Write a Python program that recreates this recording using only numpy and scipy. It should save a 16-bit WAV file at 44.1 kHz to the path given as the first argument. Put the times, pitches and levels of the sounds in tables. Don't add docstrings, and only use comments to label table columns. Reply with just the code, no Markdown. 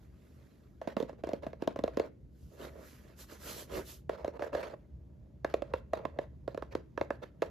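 import sys
import numpy as np
from scipy import signal
from scipy.fft import rfft, irfft
from scipy.io import wavfile
from scipy.ndimage import uniform_filter1d

SR = 44100
rng = np.random.default_rng(int(sys.argv[2]) if len(sys.argv) > 2 else 0)


def digitize_waveform(pressure):
    field = np.atleast_2d(pressure).T
    bounded = np.clip(field, -1, 1)
    quanta = np.round(bounded * 32767).astype(np.int16)
    wavfile.write(sys.argv[1], SR, quanta)


N = 330750
LIFTED_S = 2.3
TREBLE_PAN_DB = -3.5
RING_N = 4096


def amp(db):
    return 10 ** (np.asarray(db) / 20)


def evened(x):
    return x / np.sqrt(np.mean(x ** 2) + 1e-20)


def read(points, hz):
    point_hz, value = np.transpose(points)
    return np.interp(np.log(hz + 1), np.log(point_hz + 1), value)


def colour(x, points):
    hz = np.fft.rfftfreq(x.shape[-1], 1 / SR)
    return irfft(rfft(x) * amp(read(points, hz)), x.shape[-1])


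def pair(a, b, same):
    likeness = np.clip(read(same, np.fft.rfftfreq(N, 1 / SR)), -1, 1)
    right = likeness * rfft(a) + np.sqrt(1 - likeness ** 2) * rfft(b)
    return np.array([a, irfft(right, N)])


def sides(pan_db):
    return amp(np.multiply.outer([.5, -.5], pan_db))


def smooth_noise(size):
    once = uniform_filter1d(rng.standard_normal(N), size)
    return evened(uniform_filter1d(once, size))


# hz, level_db (per Hz)
AIR = [(42, -11.5), (57, 2), (75, 1.5), (100, -11), (125, -2), (155, -9), (185, -6), (350, -13.5),
       (450, -20), (700, -31), (1300, -45), (7000, -53), (14000, -58.5), (15000, -76.5)]
# hz, likeness (1 = identical)
AIR_SAME = [(60, 1), (240, 0.74), (930, -0.03), (3630, 0.58), (14300, 0.95)]
# time_s, level_db
RUMBLE = [(0, -57), (.7, -61), (1.1, -55), (2.3, -58), (3.5, -56.5), (4.1, -56), (4.6, -57), (5.5, -54),
          (6.6, -53), (7.5, -57)]
# peak_s, rise_db
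SWELLS = [(2.23, 5), (2.44, 7.5), (3.75, 6.5), (4.07, 2.5), (4.26, 3), (4.95, 7), (6.77, 1)]


def room_tone(box):
    swell_s, waver_s, waver_db = 0.031, 0.05, 1.5
    shake_s, shake_db = 0.017, 34
    air_db = -63.5
    noise = pair(*colour(rng.standard_normal((2, N)), AIR), AIR_SAME)
    low = colour(noise, [(160, -2), (260, -36)])
    t = np.arange(N) / SR
    level_db = np.interp(t, *np.transpose(RUMBLE)) + waver_db * smooth_noise(int(waver_s * SR))
    for peak_s, rise_db in SWELLS:
        level_db += rise_db * np.exp(-((t - peak_s) / swell_s) ** 2)
    box_power = abs(uniform_filter1d((box ** 2).mean(0), int(shake_s * SR)))
    shake = np.sqrt(1 + amp(shake_db) ** 2 * box_power)
    return amp(level_db) * shake * evened(low) + amp(air_db) * evened(noise - low)


# pitch_hz, level_db, t60_s (before a finger damps them)
BOX = [(214.6, 5.5, 0.042), (264, 3, 0.058), (340.6, -2, 0.036), (408, -1, 0.028), (460.3, -4, 0.06),
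       (516, -5, 0.043), (569.4, -3, 0.054), (637, -2.5, 0.044), (705, -4, 0.019), (842, 1, 0.029),
       (947, 1, 0.042), (1030, -1, 0.04), (1119, -3, 0.055), (1233, 2.5, 0.022), (1402, -4, 0.034),
       (1552, -5, 0.031), (1721, -3, 0.035), (1889, -1, 0.019), (2159, -3.5, 0.019), (2424, -13.5, 0.027),
       (2698, -6, 0.026)]
PANEL_HZ = np.transpose(BOX)[0]
PANEL_SIGN = (-1) ** (np.arange(len(PANEL_HZ)) // 2)


def rings(t):
    hz, db, t60 = np.transpose(BOX)[:, :, None]
    return amp(db - 60 * t / t60) * np.sin(2 * np.pi * hz * t)


def slips(per_s, spread_db):
    size = amp(spread_db * np.minimum(rng.exponential(1, (2, N)), 5))
    let_go = rng.random((2, N)) < per_s / SR
    return size * let_go * rng.choice([-1, 1], (2, N))


def drag(centre_hz, lift_db, low_db, high_db, per_s):
    share_db = lift_db * np.exp(-(np.log(PANEL_HZ / centre_hz) / 0.6) ** 2)
    share_db += low_db * (PANEL_HZ < 320) + high_db * (PANEL_HZ > 800)
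    signs = (-1) ** np.arange(len(PANEL_HZ))
    panels = amp(share_db) * signs @ rings(np.arange(RING_N) / SR)
    return evened(signal.oaconvolve(slips(per_s, 3.0), panels[None])[:, :N])


def mottled(x, depth_db, size):
    z = signal.stft(x, nperseg=256, noverlap=192)[2]
    patches = uniform_filter1d(rng.standard_normal(z.shape[1:]), size=2, axis=0)
    patches = evened(uniform_filter1d(patches, size=size, axis=1))
    return evened(signal.istft(z * amp(depth_db * patches), nperseg=256, noverlap=192)[1][:, :N])


# loudest_s, rise_s, fall_s,
# drag_db (on the panels), grit_db, hiss_db (skin and cloth)
RUB = [(.03, .08, 0.076, -70, -76, -80.5), (0.298, 0.33, 0.79, -71, -73, -78.5),
       (2.44, 0.16, 0.45, -77, -83, -74.5), (2.535, .03, 0.072, -61, -78, -77),
       (2.639, 0.077, 0.076, -45.5, -51.5, -62), (2.801, 0.14, 0.092, -53.5, -70, -74),
       (2.88, 0.1, 0.2, -68, -64, -63.5), (3.1, 0.17, 0.089, -61.5, -69, -75.5),
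       (3.212, .05, 0.059, -61, -60, -52.5), (3.326, 0.063, 0.06, -57.5, -57, -58),
       (3.502, .13, 0.063, -52.5, -49, -47.5), (3.599, 0.13, 0.068, -50.5, -56.5, -48),
       (3.772, 0.095, 0.069, -37, -47, -51.5), (3.898, 0.069, 0.11, -62, -63, -51.5),
       (4.78, .06, 0.12, -69, -86, -92)]


def brushes():
    edge_db, flatness = -25, 1.92
    t, level = np.arange(N) / SR, np.zeros((3, N))
    for loudest_s, rise_s, fall_s, *levels_db in RUB:
        away = np.where(t < loudest_s, (loudest_s - t) / rise_s, (t - loudest_s) / fall_s)
        near = away < 2
        level[:, near] += amp(np.add.outer(levels_db, edge_db * away[near] ** flatness))
    return level


# start_s, length_s,
# rise_share (of the length), drag_db (on the panels), grit_db
SCRATCHES = [(1.077, 0.041, 0.32, -51.5, -61), (1.175, 0.048, 0.46, -56, -67),
             (1.304, 0.025, .47, -42, -63), (1.417, 0.036, 0.49, -44, -60), (1.59, 0.064, 0.77, -52, -58.5),
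             (1.908, 0.1, 0.42, -55, -65), (2.013, 0.086, 0.51, -45.5, -64),
             (4.114, 0.073, 0.41, -51, -61.5), (4.17, 0.095, 0.17, -43.5, -61.5),
             (4.25, 0.061, .1, -46, -66.5), (4.322, 0.059, .85, -43, -63.5),
             (4.385, 0.13, 0.26, -43, -58.5), (4.521, 0.11, 0.19, -36.5, -56.5),
             (4.586, 0.042, 0.66, -37.5, -52), (4.624, 0.084, 0.12, -39.5, -48.5),
             (4.697, 0.057, 0.24, -48, -60), (4.729, 0.022, 0.54, -40, -79),
             (5.491, 0.057, 0.17, -55.5, -60), (5.67, 0.093, .4, -56, -74),
             (5.928, 0.14, 0.062, -42.5, -68), (6.122, 0.099, 0.43, -54, -87),
             (6.204, 0.07, 0.22, -50, -70), (6.709, 0.034, 0.57, -44, -51), (7.218, 0.03, 0.68, -37.5, -50),
             (7.248, 0.05, .1, -74, -66), (7.392, 0.033, 0.63, -81, -76), (7.437, .067, .33, -64, -77)]


def strokes():
    slide_s, slide_rise = 0.069, 0.05
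    slides = []
    for start_s, level_db, *_, slide_db in TAPS:
        grit_db = level_db + slide_db
        drag_over_grit_db = TOUCH[start_s > LIFTED_S][-1]
        slides.append((start_s, slide_s, slide_rise, grit_db + drag_over_grit_db, grit_db))
    t, out = np.arange(N) / SR, np.zeros((2, N))
    for start_s, length_s, rise_share, drag_db, grit_db in slides + list(SCRATCHES):
        corners_s = start_s + length_s * np.array([0, rise_share, .92, 1.1])
        out += amp([[drag_db], [grit_db]]) * np.interp(t, corners_s, [0, 0.97, 0.16, 0.0009])
    return out


# hz, level_db (per Hz)
GRIT = [(500, -8.5), (1000, -2), (1500, 0), (2100, -5), (2900, -10), (4200, -12), (5000, -15), (7000, -22),
        (11000, -26.5), (16000, -31)]
# hz, level_db (per Hz)
HISS = [(1500, -11), (3000, -0.5), (5000, 1), (8000, 0), (12000, -1), (16000, -4)]
# hz, likeness (1 = identical)
RUB_SAME = [(300, 0.88), (1200, 0.32), (3500, 0.8), (5500, 0.64), (7500, 0.09), (8400, 1), (9700, 1),
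            (10500, 0.077), (12000, .99), (13700, .7), (14500, 1)]


def rubbing():
    hand_drag, hand_grit, hand_hiss = brushes()
    nail_drag, nail_grit = strokes()
    clumps = amp(2.1 * evened(uniform_filter1d(rng.standard_normal(N), 250)))
    grit = mottled(colour(clumps * slips(5000, 1.9), GRIT), depth_db=3.5, size=25)
    hiss = mottled(colour(rng.standard_normal((2, N)), HISS), depth_db=1.9, size=35)
    hum = hand_drag * drag(centre_hz=400, lift_db=5.7, low_db=-11, high_db=-13.0, per_s=250)
    hum += nail_drag * drag(centre_hz=558, lift_db=15.5, low_db=-9.0, high_db=-6.5, per_s=350)
    fine = (hand_grit + nail_grit) * grit + hand_hiss * hiss
    pan_db = np.where(np.arange(N) / SR < LIFTED_S, -1.2, -3.5)
    return pair(*hum, RUB_SAME) * sides(pan_db) + pair(*fine, RUB_SAME) * sides(TREBLE_PAN_DB)[:, None]


# hz, level_db
CLICK = [(1200, -47), (2200, 2), (3500, 5), (6000, -4.5), (9000, -13), (13000, -18.5), (16000, -50)]
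# hz, level_db
TICK = [(3000, -30), (6000, -2), (10000, -1), (16000, -2.5)]
# click_db (against the ring),
# damping_per_s (by the finger), pan_db (left against right), drag_db (of the slide above its grit)
TOUCH = [(-21, 40, -2, 10.5), (-20, 76, -3.5, 8)]
# start_s, level_db (peak), pitch_hz (loudest ring), thump_db (lowest panels),
# knock_db (highest panels), slide_db (grit after the tap, against the tap)
TAPS = [(0.815, -29, 616, -44, -11.5, -33), (0.874, -22, 613, -4.5, -14, -31),
        (0.967, -16, 663, -6.5, -16, -36.5), (1.001, -19, 450, -9.5, -16, -48),
        (1.026, -21.5, 537, -4, -29, -41.5), (1.094, -32.5, 602, -44, -11, -39),
        (1.129, -42, 301, -22, -20, -37.5), (1.237, -22.5, 630, -11.5, -16, -38),
        (1.271, -28, 337, -21, -18, -40), (1.29, -24.5, 660, -8, -24, -40.5),
        (1.333, -19.5, 607, -6, -22, -40), (1.433, -33.5, 579, -19, -18, -30),
        (1.466, -25, 627, -4, -12.5, -40), (1.531, -33, 656, -41, -13, -40.5),
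        (1.622, -20, 483, -6.5, -17, -44), (1.675, -13, 617, -9.5, -18, -44.5),
        (1.76, -26.5, 615, -28, -12.5, -34.5), (1.79, -24, 645, -0.5, -9, -46),
        (1.838, -15, 589, -11, -20, -42), (1.878, -24, 630, -24, -14.5, -42),
        (1.971, -17, 540, -3, -15.5, -37), (1.997, -16.5, 435, -15, -17, -45.5),
        (2.762, -47.5, 640, -25, -8, -39.5), (3.099, -56, 503, -22, -10, -28),
        (3.321, -38, 514, -7, -23, -40), (4.094, -19.5, 651, -40, -15, -33.5),
        (4.246, -22.5, 640, -32, -12, -40.5), (4.278, -23.5, 485, -10.5, -18.5, -47),
        (4.394, -31, 696, -28, -8, -37), (4.422, -24, 710, -25, -11.5, -32.5),
        (4.53, -30.5, 467, -11, -10.5, -23.5), (4.549, -20, 546, -40, -11, -38.5),
        (5.446, -18, 637, -20, -12.5, -42.5), (5.54, -15, 655, -32, -12, -44.5),
        (5.621, -23, 551, -17, -10.5, -43), (5.737, -17.5, 533, -16, -10.5, -40),
        (5.934, -16.5, 630, -37, -12, -43), (5.972, -32.5, 530, -33, -12, -43),
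        (6.052, -21, 593, -13.5, -8, -44), (6.188, -20.5, 546, -26, -14, -45.5),
        (6.478, -22.5, 543, -29, -14, -39), (6.546, -29, 680, -8.5, -17, -41),
        (6.575, -24.5, 536, -13, -10, -46), (6.623, -26.5, 427, -14, -8.5, -43),
        (6.751, -18.5, 529, -13, -14.5, -43.5), (6.976, -21.5, 533, -20, -9.5, -40),
        (7.012, -19, 583, -28, -10, -40.5), (7.105, -20, 542, -12, -9, -42),
        (7.42, -16.5, 537, -23, -15, -37.5), (7.426, -20.5, 582, -26, -5.5, -54)]


def taps():
    tick_db, tick_s = -13, 0.00089
    out, t = np.zeros((2, N + RING_N)), np.arange(RING_N) / SR
    modes = rings(t)
    swell = 1 - .85 * np.exp(-t / .0012)
    click_shape = (1 - np.exp(-t / 0.00012)) * (np.exp(-t / 0.0024) + 0.4 * np.exp(-t / 0.0028))
    for start_s, level_db, pitch_hz, thump_db, knock_db, _ in TAPS:
        click_db, damping_per_s, pan_db, _ = TOUCH[start_s > LIFTED_S]
        spot = (2 * rng.random((3, len(PANEL_HZ))) - 1) * np.sqrt(3)
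        panel_db = 10.9 * np.exp(-(np.log(PANEL_HZ / pitch_hz) / 0.063) ** 2)
        panel_db += (2.0 + 2.0 * (PANEL_HZ > 800)) * spot[0]
        panel_db += thump_db * (PANEL_HZ < 320) + knock_db * (PANEL_HZ > 800)
        blend = amp(panel_db + 4.4 * spot[1:]) * PANEL_SIGN
        body = blend @ modes * swell * np.exp(-damping_per_s * t)
        body *= sides(pan_db)[:, None] / abs(body).max()
        click = colour(rng.standard_normal(RING_N), CLICK) * click_shape
        click = click * sides(TREBLE_PAN_DB)[:, None] / abs(click).max()
        tip = colour(rng.standard_normal((2, RING_N)), TICK) * np.exp(-t / tick_s)
        click += amp(tick_db) * tip / abs(tip).max()
        at = round(start_s * SR)
        out[:, at:at + RING_N] += amp(level_db) * (body + amp(click_db) * click)
    no_bass = signal.butter(2, 170, "high", fs=SR, output="sos")
    return signal.sosfilt(no_bass, out[:, :N])


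# hz, t60_s
ROOM = [(150, 0.72), (600, 0.19), (2000, 0.38), (8000, .18)]


def room(x):
    echoes = np.zeros((2, SR // 2))
    at = np.arange(300, SR // 2 - 20, 20) + rng.integers(0, 20, (2, (SR // 2 - 301) // 20))
    np.put_along_axis(echoes, at, rng.choice([-1., 1.], at.shape), 1)
    hz, t, z = signal.stft(echoes, SR, nperseg=256)
    decay = amp(-60 * t / read(ROOM, hz)[:, None])
    tail = signal.istft(z * decay, SR, nperseg=256)[1]
    tail[1] = 0.24 * tail[0] + 0.61 * tail[1]
    return signal.fftconvolve(x, tail / np.linalg.norm(tail[0]), axes=1)[:, :N]


def scene():
    box = taps() + rubbing()
    return box + amp(-15.5) * room(box) + room_tone(box)


# hz, level_db
LEFT = [(150, 0), (600, 0.5), (5000, -0.5), (7000, 2.5)]
# hz, lead_rad (left leads)
LEAD = [(100, 0), (345, -.45), (690, -.65), (1700, -.1), (3500, -.15), (5500, -.55), (6500, 0), (7600, 1.9),
        (8300, 3.14), (9800, 3.14), (10900, 5.4), (11700, 6.28), (13200, 6.5), (14400, 9.42), (16000, 9.42)]


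def record(dry):
    hz = np.fft.rfftfreq(N, 1 / SR)
    left = amp(read(LEFT, hz)) * np.exp(1j * read(LEAD, hz))
    channels = np.array([irfft(rfft(dry[0]) * left, N), dry[1]])
    channels = signal.sosfilt(signal.butter(4, 45, "high", fs=SR, output="sos"), channels)
    band_limit = signal.firwin(511, 15300, window=("kaiser", 9), fs=SR)
    return signal.oaconvolve(channels, band_limit[None], "same")


dry = scene()
out = record(dry)
digitize_waveform(out)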